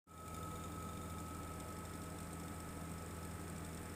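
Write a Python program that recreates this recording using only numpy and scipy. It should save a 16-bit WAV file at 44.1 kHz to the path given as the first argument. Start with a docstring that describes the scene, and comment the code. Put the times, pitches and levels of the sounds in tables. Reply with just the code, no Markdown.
"""A laboratory bench, where a magnetic stirrer runs as the microphone slowly draws back.
Machines and moving air hum in the room. The stirrer's pulsed motor drive whines and hisses,
swaying with each turn. The wobbling stir bar knocks on the glass flask twice a turn and
rings its liquid-damped modes. The sound fades in at the start."""
import sys
import numpy as np
from scipy import signal
from scipy.fft import rfft, irfft
from scipy.io import wavfile

SR = 44100
rng = np.random.default_rng(int(sys.argv[2]) if len(sys.argv) > 2 else 0)


def output_pcm(signal):
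    """Save a mono or channel-first signal as 16-bit PCM at the path in sys.argv[1].

    Samples are clipped to [-1, 1] before scaling.
    """
    pcm = np.clip(np.atleast_2d(signal).T, -1, 1) * 32767
    wavfile.write(sys.argv[1], SR, np.round(pcm).astype(np.int16))


N = 174195
T = np.arange(N) / SR
TURN_HZ, DRIVE_HZ = 23.925, 427.55  # motor turns, drive pulses


def amp(db):
    """Decibels to gain."""
    return 10 ** (np.asarray(db) / 20)


def unit(x):
    """Scales to rms 1."""
    return x / np.sqrt(np.mean(abs(x) ** 2) + 1e-20)


def level(points):
    """Gain envelope through (t/s, level/dB) points."""
    return amp(np.interp(T, *np.transpose(points)))


def colour(x, points):
    """EQs x through (f/Hz, level/dB) points, then scales to rms 1."""
    hz, db = np.transpose(points)
    f = np.fft.rfftfreq(N, 1 / SR)
    return unit(irfft(rfft(x) * amp(np.interp(np.log(f + 1), np.log(hz), db)), N))


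def band(centre_hz, width_hz):
    """Noise in one resonance, at rms 1."""
    f = np.fft.rfftfreq(N, 1 / SR)
    return unit(irfft(rfft(rng.standard_normal(N)) / (1 + ((f - centre_hz) / (width_hz / 2)) ** 2), N))


def tone(hz, waver):
    """A sine of rms 1 whose level and phase wander slowly, by a waver of 0 to 1."""
    coarse_t = np.linspace(0, T[-1], 400)
    drift_hz, phase = 2 * rng.standard_normal(24), rng.random(24)
    drift = unit(np.exp(2j * np.pi * (np.outer(coarse_t, drift_hz) + phase)).sum(1))
    wander = unit(np.sqrt(1 - waver ** 2) + waver * np.interp(T, coarse_t, drift))
    return np.sqrt(2) * (wander * np.exp(2j * np.pi * (hz * T + rng.random()))).real


# Motor and mains tones: f/Hz, level/dB, waver/0-1
HUM_TONES = [(53.3, -70.5, 0.7), (83.14, -54, 0), (101, -62, 0.7), (121.2, -76, 0), (127.5, -77.5, 1),
             (165.3, -55.5, 0.29), (195.2, -66, 0.55), (204.9, -62, 0.3), (252, -71.5, 0.16),
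             (279.8, -70.5, 0.72), (288.2, -65.5, 0.8), (299.2, -65, 0.18), (307, -70, 0.85),
             (366, -72, 0.8), (407.3, -68, 0.05), (490.6, -69, 1), (498, -70, 0.73), (630.6, -70.5, 1),
             (1202, -75, 0.5), (1473, -78.5, 0.8)]
# Fader ride on the hum: t/s, level/dB
HUM_RIDE = [(.1, -0.5), (.35, 0.5), (.9, 2), (1.3, 2), (2.2, 0), (3.1, 2), (3.95, 0.5)]


def hum():
    """Motors and mains lay down a bed of low, wavering tones."""
    return level(HUM_RIDE) * sum(amp(db) * tone(hz, waver) for hz, db, waver in HUM_TONES)


# Whine partials: multiple of the pulse rate, level/dB
WHINE_PARTIALS = [(1, -73.5), (2, -65.5), (4, -77), (8, -82), (12, -82), (16, -79.5), (20, -87), (21, -85)]
# Upper sidebands the turning motor splits off the third partial: offset/turn rates, level/dB
HOUSING_SIDEBANDS = [(1, -18), (2, -19.5)]
# Ride on the third partial, which the housing amplifies: t/s, level/dB
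HOUSING_RIDE = [(.25, -53), (.8, -54.5), (1.4, -56), (2.1, -59.5), (3, -60.5), (3.95, -67)]
# EQ of the pulsed hiss: f/Hz, level/dB
HISS_EQ = [(1500, -9), (2300, 6.5), (3000, -7), (4600, -16), (6100, -8.5), (6850, -7), (7400, -12),
           (8500, 1.5), (9600, -4), (10500, -22), (12000, -9), (12750, -27), (13500, -7), (14400, -17),
           (15500, -2.5)]


def drive(sway_depth=0.14, waver=0.067, rustle_db=-6, hiss_db=-63.5, decay_periods=0.42):
    """The drive's pulses whine and hiss; the housing rings along and each motor turn sways it all."""
    sway = 1 + sway_depth * (np.cos(2 * np.pi * TURN_HZ * T) + np.sin(4 * np.pi * TURN_HZ * T)) / 2
    whine = sum(amp(db) * tone(k * DRIVE_HZ, waver) for k, db in WHINE_PARTIALS)
    third = tone(3 * DRIVE_HZ, waver)
    third += sum(amp(db) * tone(3 * DRIVE_HZ + k * TURN_HZ, waver) for k, db in HOUSING_SIDEBANDS)
    housing = level(HOUSING_RIDE) * (third + amp(rustle_db) * band(centre_hz=1307, width_hz=54))
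    puffs = np.exp(-(DRIVE_HZ * T % 1) / decay_periods) * rng.standard_normal(N)
    return sway * (whine + housing + amp(hiss_db) * colour(puffs, HISS_EQ))


# EQ of the room air: f/Hz, level/dB
AIR_EQ = [(15, -70), (24, -2), (38, -15), (65, -13), (110, -6.5), (180, -8), (300, -6), (440, -11),
          (550, -12.5), (700, -11.5), (930, -18.5), (1230, -15.5), (1530, -21), (2350, -28.5),
          (2900, -29.5), (4600, -32), (5850, -36.5), (8300, -23), (10300, -31.5), (15400, -33)]
# Ride on the room air: t/s, level/dB
AIR_RIDE = [(.07, -52), (.3, -52.5), (1.1, -52), (2.2, -52.5), (3.95, -52.5)]
# Swell of the midrange rush: t/s, level/dB
RUSH_SWELL = [(.3, -94), (1.5, -65.5), (2.5, -65), (3.95, -61)]


def air():
    """Moving air makes a steady room tone while a broad midrange rush slowly grows."""
    room_tone = level(AIR_RIDE) * colour(rng.standard_normal(N), AIR_EQ)
    return room_tone + level(RUSH_SWELL) * band(centre_hz=1620, width_hz=1500)


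# Wobble accent, added on one turn of the bar and subtracted on the next: t/s, level/dB
WOBBLE_ACCENT = [(.35, 5), (.55, -1), (.95, 1), (1.2, 6.5), (2.15, 3.5), (2.35, -2), (2.6, 5.5), (2.8, 0.5),
                 (3.2, -7), (3.5, -5), (3.95, -1)]
# Hard knocks of the bar: t/s, level/dB
HARD_KNOCKS = [(0.2801, -40), (0.345, -39), (0.366, -42), (0.572, -46), (0.6558, -48), (0.72, -43.5),
               (0.8244, -40.5), (0.9741, -42.5), (1.1841, -42), (1.2828, -42.5), (1.348, -41.5),
               (1.449, -45), (1.6013, -36.5), (1.684, -43), (1.852, -40.5), (1.936, -41.5), (1.9542, -43),
               (2.0177, -42.5), (2.0367, -42), (2.1865, -40.5), (2.2043, -41), (2.2292, -43), (2.331, -40),
               (2.3983, -41), (2.4825, -39.5), (2.6898, -42.5), (2.9158, -43.5), (2.9815, -43),
               (3.1088, -42), (3.1666, -44.5), (3.2294, -42), (3.2506, -41), (3.337, -47), (3.415, -43),
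               (3.4794, -42), (3.498, -42.5), (3.563, -41.5), (3.582, -42), (3.665, -45), (3.731, -44),
               (3.7478, -42.5), (3.7737, -38.5), (3.8301, -45), (3.8979, -43)]


def stir_bar(first_s=.0115, jitter_s=.0008, tick_db=-52, spread_db=2, knock_trim_db=-1):
    """Each end of the bar hits the glass once a turn, with a short chatter: one force row per end."""
    chatter_s, chatter_lead_s, chatter_db = .009, .002, -9.5
    knocks = np.array(HARD_KNOCKS) + [0, knock_trim_db]
    grid = np.arange(first_s, T[-1], 1 / (2 * TURN_HZ))
    beat = np.arange(len(grid))
    timing, strength = rng.standard_normal((len(grid), 2)).T
    accent_db = np.interp(grid, *np.transpose(WOBBLE_ACCENT)) * (-1) ** (beat // 2)
    accent_db[::2] = 5 + 0.47 * accent_db[::2]  # the first end taps harder and more evenly
    ticks = np.c_[grid + jitter_s * timing, tick_db + accent_db + spread_db * strength]
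    clear = abs(grid[:, None] - knocks[:, 0]).min(1) > .009  # a knock replaces a tick within 9 ms
    force = np.zeros((2, N + SR))
    for s, db in np.vstack([ticks[clear], knocks]):
        end = round((s - first_s) * 2 * TURN_HZ) % 2
        delay, size = rng.random(size=14), rng.standard_normal(size=14)
        chatter_at = ((s - chatter_lead_s + chatter_s * delay) * SR).astype(int)
        force[end, round(s * SR)] += amp(db)
        force[end, chatter_at] += amp(db + chatter_db) * unit(size * (1 - delay / 2))
    return force[:, :N]


# Glass modes of the flask: f/Hz, t60/s, close level/dB, distant level/dB
FLASK_MODES = [(2350, 0.025, -8, -14.5), (3310, 0.004, -25, -27), (3668, 0.033, -12, -18.5),
               (3950, 0.017, -28, -27.5), (5110, 0.024, -19.5, -19), (5280, 0.0066, -12, -7),
               (5510, 0.0082, -25, -21), (6774, 0.026, -6, -14.5), (7370, 0.021, -10, -13),
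               (7900, 0.0077, -8, -2.5), (8540, 0.01, -5, 1), (8780, 0.0047, -3, -2.5),
               (9320, .015, -9, -11), (10050, 0.015, -10.5, -14.5), (11470, 0.017, -23, -13),
               (12200, 0.025, -20, -21), (13500, 0.013, -16, -19), (14100, 0.011, -9, -22)]


def flask(forces, draw_back_s=(0.99, 1.6), rub_db=-84.5, crack_hz=(2400, 6300), crack_db=9):
    """Hits and rubbing ring the liquid-damped glass; its colour crossfades from close to distant."""
    t = np.arange(2048) / SR
    hz, t60, close_db, far_db = np.transpose(FLASK_MODES)
    polarity = (-1) ** np.arange(len(hz))[:, None]
    rings = polarity * amp(-60 * t / t60[:, None]) * np.sin(2 * np.pi * hz[:, None] * t)
    scoop_db = 2 - 9.2 * np.exp(-((hz - 4760) / 1800) ** 2)
    away = np.interp(T, draw_back_s, [0, 1])
    glass = 0
    for force, end_db in zip(forces, (-scoop_db, scoop_db)):  # duller end, brighter end
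        contact = force + amp(rub_db) * rng.standard_normal(N)
        close, far = (signal.oaconvolve(contact, amp(db + end_db) @ rings)[:N]
                      for db in (close_db, far_db))
        glass += ((1 - away) * close + away * far) / 2
    crack = signal.sosfilt(signal.butter(1, crack_hz, "bandpass", fs=SR, output="sos"), forces.sum(0))
    return glass + amp(crack_db) * crack


def room(x, t60_s=0.067, wet_db=-14.5):
    """Bench and walls add short, diffuse reflections."""
    t = np.arange(SR // 3) / SR
    tail = rng.standard_normal(len(t)) * amp(-60 * t / t60_s)
    return x + amp(wet_db) * signal.oaconvolve(x, tail / np.linalg.norm(tail))[:N]


def scene():
    """Mono mix of hum, drive, air and the ticking flask."""
    return (hum() + drive() + air() + room(flask(stir_bar())))[None]


# Master fade-in: t/s, level/dB
FADE_IN = [(.06, -59), (.072, -19.5), (.1, -13), (.15, -7.5), (.22, -5), (.32, -1)]


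def record(dry, cutoff_hz=15560):
    """Fades the mix in and takes off the very top with a steep low-pass."""
    lowpass = signal.firwin(1023, cutoff_hz, window=("kaiser", 9), fs=SR)
    return signal.oaconvolve(dry * level(FADE_IN), lowpass[None], "same")


dry = scene()
out = record(dry)
output_pcm(out)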